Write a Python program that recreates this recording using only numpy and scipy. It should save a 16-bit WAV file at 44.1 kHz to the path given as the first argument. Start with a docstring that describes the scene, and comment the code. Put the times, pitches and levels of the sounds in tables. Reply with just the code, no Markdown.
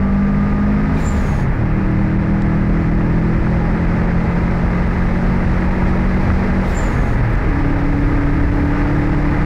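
"""An exhaust drones over road rumble, heard inside a turbocharged four-cylinder car speeding up hard.
The drone is a stack of tones that follow the engine speed and boom in the cabin. Tyres and wind get
louder as the car gets faster. At each of two upshifts the driver lifts the throttle, and the turbo's
blow-off valve lets out its air with a hiss and a fluttering whistle. Trim ticks now and then.
The overall level is evened out and the peaks are held down."""
import sys
import numpy as np
from scipy import signal
from scipy.fft import irfft, next_fast_len
from scipy.io import wavfile
from scipy.ndimage import uniform_filter1d, minimum_filter1d, map_coordinates

SR = 44100
rng = np.random.default_rng(int(sys.argv[2]) if len(sys.argv) > 2 else 0)


def pcm_store(signal):
    """Save signal as 16-bit PCM."""
    levels = np.round(np.clip(np.atleast_2d(signal), -1, 1) * 32767)
    wavfile.write(sys.argv[1], SR, levels.astype(np.int16).T)


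N = 416744

# the car's speed: t/s, speed (1 at the second shift)
ROAD_SPEED = [(0, .76), (.95, .82), (1.55, .82), (6.66, 1), (7.4, 1), (9.45, 1.04)]
# rough patches of road: t/s, half length/s, added rumble/dB, added tyre roar and wind/dB
ROUGH_PATCHES = [(1.147, 0.22, 4.5, 0.8), (4.15, 0.33, 0.5, 0.4), (5.87, 0.063, 4, 1),
                 (6.295, 0.084, 4.5, 2.5), (7.5, 0.3, .5, 1), (8.8, 0.15, 0, 1.5), (9.25, 0.33, -1, 1.1)]
# the tone colour of each noise: f/Hz, relative level/dB
BODY_SHAKE_COLOUR = [(6, -24), (13, -10), (21, 7.5), (29, 8.5), (45, 10), (55, -1), (75, -24.5), (200, -70)]
RUMBLE_COLOUR = [(35, -31), (55, -2.5), (68, 0.5), (86, 1), (105, -5), (130, -8), (170, -9.5), (250, -12.5),
                 (400, -28), (900, -76)]
TYRE_COLOUR = [(100, -13), (250, -2.5), (420, -1), (600, -3.5), (750, -6.5), (1100, -9), (1500, -8.5),
               (2100, -12), (2500, -17), (3000, -28), (4000, -39.5), (8000, -91.5)]
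WIND_COLOUR = [(1500, -20.5), (2800, -2.5), (4000, 1), (5200, -1), (6500, -9), (8500, -15), (10500, -23.5),
               (13000, -34.5), (15500, -46)]
HIGH_HISS_COLOUR = [(5000, -13), (8500, 0.5), (12000, -2.5), (15500, -11)]
VALVE_JET_COLOUR = [(1000, -14), (2500, 8.5), (4500, 5.5), (6000, 2), (8500, -3.5), (10200, -6),
                    (11200, -10.5), (15500, -14)]
VALVE_SIZZLE_COLOUR = [(5000, -20), (8500, -4), (11000, 0), (12200, 1), (15500, -2)]
# cabin resonances that colour the tyre roar: f/Hz, width/Hz, boost/dB
CABIN_RESONANCES = [(829.4, 21, 6), (935, 45, 4.5), (1237, 59, 4.5), (1733, 113, 3.5), (2032, 70, 4)]
# low cabin resonances that the engine tones sweep through: f/Hz, boost/dB
CABIN_BOOM = [(100, 3.5), (119, 10.5), (139, 4.5), (146, 7.5), (166, 12), (180, 10.5), (199, 16.5),
              (218, 8.5), (255, 5.5), (288, 15), (306, 8), (328, 10.5), (345, 1), (375, 3), (410, -3.5),
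              (480, -0.5)]
# trim, lever and valve contacts: t/s, peak level/dB, f/Hz, width/octaves, time to fade 60 dB/s
CONTACTS = [(.534, -46, 8940, 1.3, .006), (.968, -36, 3700, .6, .06), (.969, -27.5, 2370, .14, .087),
            (1.918, -49, 10930, 1, .004), (2.421, -29, 4800, 1.5, .009), (3.467, -16.5, 1300, 1.1, .012),
            (6.234, -44, 11000, 1.2, .003), (6.302, -11, 1400, 1.1, .014), (6.320, -20, 1400, .7, .025),
            (6.648, -33, 3000, 1, .16), (7.304, -40, 11000, 1.4, .0024), (7.334, -38.5, 11000, 1.4, .0026),
            (7.353, -37, 4200, 1.6, .028)]
# valve openings: t/s, length/s, hiss/dB, fade while open/(dB/s), fade on closing/(dB/s),
# whistle/dB, upper tone/dB
VALVE_OPENINGS = [(.99, .44, -45.5, 4.5, 480, -44.5, -62), (6.68, .46, -44.5, 13, 170, -45.5, -62)]
# engine speed (one cycle is two turns of the crank): t/s, revs/(cycles/s)
ENGINE_REVS = [(0, 48.9), (.85, 51.9), (.95, 52.9), (1.3, 48.4), (1.45, 45), (1.55, 38.7), (2.4, 39.95),
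               (3.54, 41.9), (5.9, 46), (6.66, 47.2), (6.9, 44.6), (7.33, 37.8), (7.43, 35.1), (8.26, 35.7),
               (9.45, 36.8)]
# gear changes: throttle lifts/s, clutch bites/s, throttle back/s, shudder/(cycles/s),
# exhaust boost with the throttle shut/dB
UPSHIFTS = [(0.957, 1.551, 1.64, 1.34, 3.5), (6.593, 7.394, 7.44, 0.45, 1)]
# strong exhaust tones, each at "order" times the revs: order, level/dB, growth/(dB per dB of revs),
# change with the throttle shut/dB, change in the burble/dB
DRONE_TONES = [(3, -33.5, 0.8, -7.5, 10.5), (4, -31.5, -0.3, -10.5, 0), (5, -36, 1.2, -10, 1),
               (7, -44.5, 1.5, -6, 0), (8, -37, -1.5, -10.5, -3.5)]
# weaker exhaust tones: order, level/dB
RASP_TONES = [(2, -43), (9, -39.5), (11, -45), (12, -43), (13, -40.5), (14, -47), (16, -47.5), (17, -45),
              (20, -50), (21, -53.5)]

CRUISE_REVS = 40  # cycles/s; levels that follow the revs are counted from here


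def amp(db):
    """Turn decibels into a gain."""
    return 10 ** (np.asarray(db) / 20)


def along(points, hz):
    """Read a table of (f/Hz, value) points at hz, on a log frequency axis."""
    freqs, values = np.transpose(points)
    return np.interp(np.log(hz + 1), np.log(freqs + 1), values)


def curve(points):
    """Join (t/s, value) points into one value per sample."""
    return np.interp(np.arange(N) / SR, *np.transpose(points))


def wobble(rate):
    """A smooth random curve through `rate` points a second."""
    knots = rng.standard_normal(int(N * rate / SR) + 4)
    grid = np.linspace(0, len(knots) - 1, 10 * len(knots))
    return np.interp(np.arange(N) * (rate / SR), grid, map_coordinates(knots, [grid]))


def swell(at_s, half_s):
    """A bell-shaped bump of height 1 around at_s."""
    return np.exp(-np.minimum(((np.arange(N) / SR - at_s) / half_s) ** 2, 50))


def noise(colour):
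    """Noise of average level (rms) 1, shaped by colour(hz) in dB."""
    size = next_fast_len(N)
    hz = np.fft.rfftfreq(size, 1 / SR)
    bins = rng.standard_normal(len(hz)) + 1j * rng.standard_normal(len(hz))
    shaped = irfft(bins * amp(colour(hz)), size)[:N]
    return shaped / np.sqrt(np.mean(shaped ** 2) + 1e-20)


def running_level(x, span_s):
    """The level (rms) of x over a sliding window."""
    return np.sqrt(np.abs(uniform_filter1d(x ** 2, int(span_s * SR))) + 1e-9)


def steady_noise(points, span_s):
    """Noise coloured by a table, with swells slower than span_s evened out."""
    raw = noise(lambda hz: along(points, hz))
    return raw / running_level(raw, span_s)


def road_rumble(speed_db, patch_db):
    """The road shakes the body and rumbles in the cabin, more so at speed."""
    shake = amp(-18 + 0.98 * speed_db + 1.1 * wobble(1.8)) * steady_noise(BODY_SHAKE_COLOUR, 0.21)
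    rumble = amp(-19.5 + speed_db + patch_db + 1.1 * wobble(4)) * steady_noise(RUMBLE_COLOUR, 0.22)
    return shake + rumble


def tyre_roar(speed_db, revs_db, patch_db, cycles):
    """Tyre roar and engine rush ring in the cabin; the four firings per cycle make them flutter."""
    def colour(hz):
        boost_db = sum(db * np.exp(-.5 * ((hz - centre) / width) ** 2)
                       for centre, width, db in CABIN_RESONANCES)
        return along(TYRE_COLOUR, hz) + boost_db

    level_db = -25 + 1.87 * speed_db + 0.35 * revs_db + patch_db
    surface_db = 0.32 * wobble(9) + 0.52 * wobble(60)
    flutter = 1 + 0.13 * np.sin(2 * np.pi * 4 * cycles) + 0.091 * np.sin(2 * np.pi * cycles)
    return amp(level_db + surface_db) * flutter * noise(colour)


def wind(speed_db, revs_db, patch_db, shut):
    """Air rushes past, joined by the intake at open throttle; a faint high hiss grows with speed."""
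    engine_rush_db = 0.86 * revs_db
    rush_db = -49.5 + 2.57 * speed_db + engine_rush_db - 1.7 * shut + patch_db
    rush = amp(rush_db + 0.36 * wobble(10)) * noise(lambda hz: along(WIND_COLOUR, hz))
    high_hiss = amp(-66 + 6 * speed_db + engine_rush_db) * noise(lambda hz: along(HIGH_HISS_COLOUR, hz))
    return rush + high_hiss


def ticks():
    """Small parts touch: each gives a burst of noise in the band where it rings."""
    out, t = np.zeros(N + SR), np.arange(SR // 8) / SR
    for at_s, db, hz, octaves, fade_s in CONTACTS:
        edges = np.minimum(hz * 2 ** (np.array([-.5, .5]) * octaves), SR / 2 - 1)
        band = signal.butter(2, edges, "bandpass", fs=SR, output="sos")
        burst = rng.standard_normal(len(t)) * amp(-60 * t / fade_s)
        tick = signal.sosfilt(band, signal.sosfilt(band, burst))
        out[round(at_s * SR):][:len(t)] += amp(db) * tick / np.abs(tick).max()
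    return out[:N]


def edge_tone(pitch_hz, width_hz):
    """Air swirling past an edge makes a breathy tone: a narrow band of noise around a moving pitch."""
    band = lambda: noise(lambda hz: -10 * np.log10(1 + (hz / width_hz) ** np.pi))
    phase = 2 * np.pi * np.cumsum(pitch_hz) / SR
    return band() * np.cos(phase) + band() * np.sin(phase)


def blow_off_valve(whistle_hz=6600, rise_hz=640, flutter_db=5, surge_at_s=.1, surge_width_s=.118,
                   open_db_per_s=167, whistle_fade_db_per_s=22, build_s=0.092):
    """Turbo air escapes as a hissing jet; its whistle rises, then sinks and gains an airy upper tone."""
    t, out = np.arange(N) / SR, np.zeros(N)
    jet = noise(lambda hz: along(VALVE_JET_COLOUR, hz))
    fizz = noise(lambda hz: along(VALVE_SIZZLE_COLOUR, hz))
    # the air surges soon after the valve opens
    surge = sum(np.exp(-np.abs((t - opens - surge_at_s) / surge_width_s) ** 3)
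                for opens, *_ in VALVE_OPENINGS)
    pitch_hz = whistle_hz + rise_hz * surge
    fluttering = surge * amp(flutter_db * wobble(28)) * edge_tone(pitch_hz, width_hz=100)
    breathy_tail = (1 - surge) * amp(-1) * edge_tone(pitch_hz, width_hz=150)
    upper_tone = (1 - surge) * edge_tone(1.51 * pitch_hz, width_hz=330)
    for opens, length, hiss_db, sag, closing, whistle_db, upper_db in VALVE_OPENINGS:
        age = np.maximum(t - opens, 0)
        onset_db = -open_db_per_s * np.maximum(opens - t, 0)
        flow_db = onset_db - sag * age - closing * np.maximum(age - length, 0)
        hiss = amp(hiss_db + flow_db + 1.1 * wobble(76)) * jet
        # the fastest flow adds the highest treble
        sizzle = amp(hiss_db - 14 + 2.3 * flow_db + 2 * surge) * fizz
        fade_db = whistle_fade_db_per_s * (age - surge_at_s)
        tones = amp(whistle_db - fade_db) * (fluttering + breathy_tail) + amp(upper_db) * upper_tone
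        build_up = np.minimum(age / build_s, 1)
        out += hiss + sizzle + build_up * amp(flow_db) * tones
    return out


def throttle_lifts(close_s=0.08, reopen_s=0.23):
    """One curve per shift: 0 at full throttle, 1 with the throttle shut."""
    t = np.arange(N) / SR
    return np.array([np.clip((t - lift) / close_s, 0, 1) * np.clip(.5 + (back - t) / reopen_s, 0, 1)
                     for lift, _, back, *_ in UPSHIFTS])


def clutch_shudder(rock_hz=7.77, decay_s=0.38):
    """The revs rock and settle after each bite of the clutch."""
    out = np.zeros(N)
    for _, bite, _, depth, _ in UPSHIFTS:
        age = np.maximum(np.arange(N) / SR - bite, 0)
        out -= depth * np.exp(-age / decay_s) * np.sin(2 * np.pi * rock_hz * age)
    return out


def burble(lifts, delay_s=0.254, rise_s=0.12):
    """From 0 to 1: the exhaust starts to burble once the throttle has been shut a while."""
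    t = np.arange(N) / SR
    return sum(shut * np.clip((t - lift - delay_s) / rise_s, 0, 1)
               for (lift, *_), shut in zip(UPSHIFTS, lifts))


def exhaust_shift_db(lifts, slack_db=-17, lead_s=0.021):
    """Each shift has its own exhaust strength, which falls slack just before the clutch bites."""
    return sum(db * shut + slack_db * swell(bite - lead_s, half_s=0.03)
               for (_, bite, _, _, db), shut in zip(UPSHIFTS, lifts))


def exhaust(cycles, revs, lifts, smear=.23, whine_hz=1210, whine_width_hz=60):
    """Unevenly spaced exhaust pulses make tones at whole multiples of the revs; the cabin booms along."""
    tone = lambda order, lag: np.sqrt(2) * np.sin(2 * np.pi * (order * cycles - lag))
    boom_db = lambda order: along(CABIN_BOOM, order * revs)
    shut, burbling = lifts.sum(axis=0), burble(lifts)
    drone, rasp = np.zeros(N), np.zeros(N)
    for order, db, growth, shut_db, burble_db in DRONE_TONES:
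        level_db = db + boom_db(order) + shut_db * shut + burble_db * burbling + 1.42 * wobble(12)
        # the pipe delays higher tones more, which smears the pulses into an even drone
        drone += amp(level_db) * (revs / CRUISE_REVS) ** growth * tone(order, smear * order ** 2)
    for order, db in RASP_TONES:
        level_db = db + boom_db(order) + 1.1 * wobble(2.6)
        uneven_burning = 1 + 0.32 * wobble(35)
        rasp += amp(level_db) * uneven_burning * tone(order, rng.random())
    rasp *= (revs / CRUISE_REVS) ** -0.48  # softer as the revs climb
    # near top revs, order 24 meets a cabin resonance and sings
    resonance = 1 / (1 + ((24 * revs - whine_hz) / whine_width_hz) ** 2)
    whine = amp(-37) * resonance * tone(24, 0)
    load = amp(-5.5 * shut)
    return amp(exhaust_shift_db(lifts)) * (drone + load * (rasp + whine))


def scene():
    """Everything as heard from inside the cabin, in one channel."""
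    revs, lifts = curve(ENGINE_REVS) + clutch_shudder(), throttle_lifts()
    cycles = np.cumsum(revs * (1 + 0.0018 * wobble(15))) / SR  # engine cycles so far
    speed_db, revs_db = 20 * np.log10(curve(ROAD_SPEED)), 20 * np.log10(revs / CRUISE_REVS)
    patch_rumble_db, patch_roar_db = sum(np.outer(boosts_db, swell(at_s, half_s))
                                         for at_s, half_s, *boosts_db in ROUGH_PATCHES)
    engine = exhaust(cycles, revs, lifts)
    background = (road_rumble(speed_db, patch_rumble_db)
                  + tyre_roar(speed_db, revs_db, patch_roar_db, cycles)
                  + wind(speed_db, revs_db, patch_roar_db, shut=lifts.sum(axis=0)))
    return (engine + background + blow_off_valve() + ticks())[None]


def record(dry, target_db=-14.0, squeeze=.35, ceiling_db=-6.5, hold_s=0.01, top_hz=15720):
    """Ease the level toward a target, hold the peaks down, cut the highest treble and fade the ends."""
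    even = dry[0] * (amp(target_db) / running_level(dry[0], span_s=.15)) ** squeeze
    needed_gain = np.minimum(1, amp(ceiling_db) / (np.abs(even) + 1e-9))
    span = int(hold_s * SR)
    held_gain = minimum_filter1d(needed_gain, span)
    smooth_gain = uniform_filter1d(uniform_filter1d(held_gain, span // 2), span // 2)
    treble_cut = signal.ellip(10, .05, 60, top_hz, fs=SR, output="sos")
    fades = np.minimum(1, np.minimum(np.arange(N), np.arange(N)[::-1]) / (.002 * SR))
    return (fades * signal.sosfiltfilt(treble_cut, even * smooth_gain))[None]


dry = scene()
out = record(dry)
pcm_store(out)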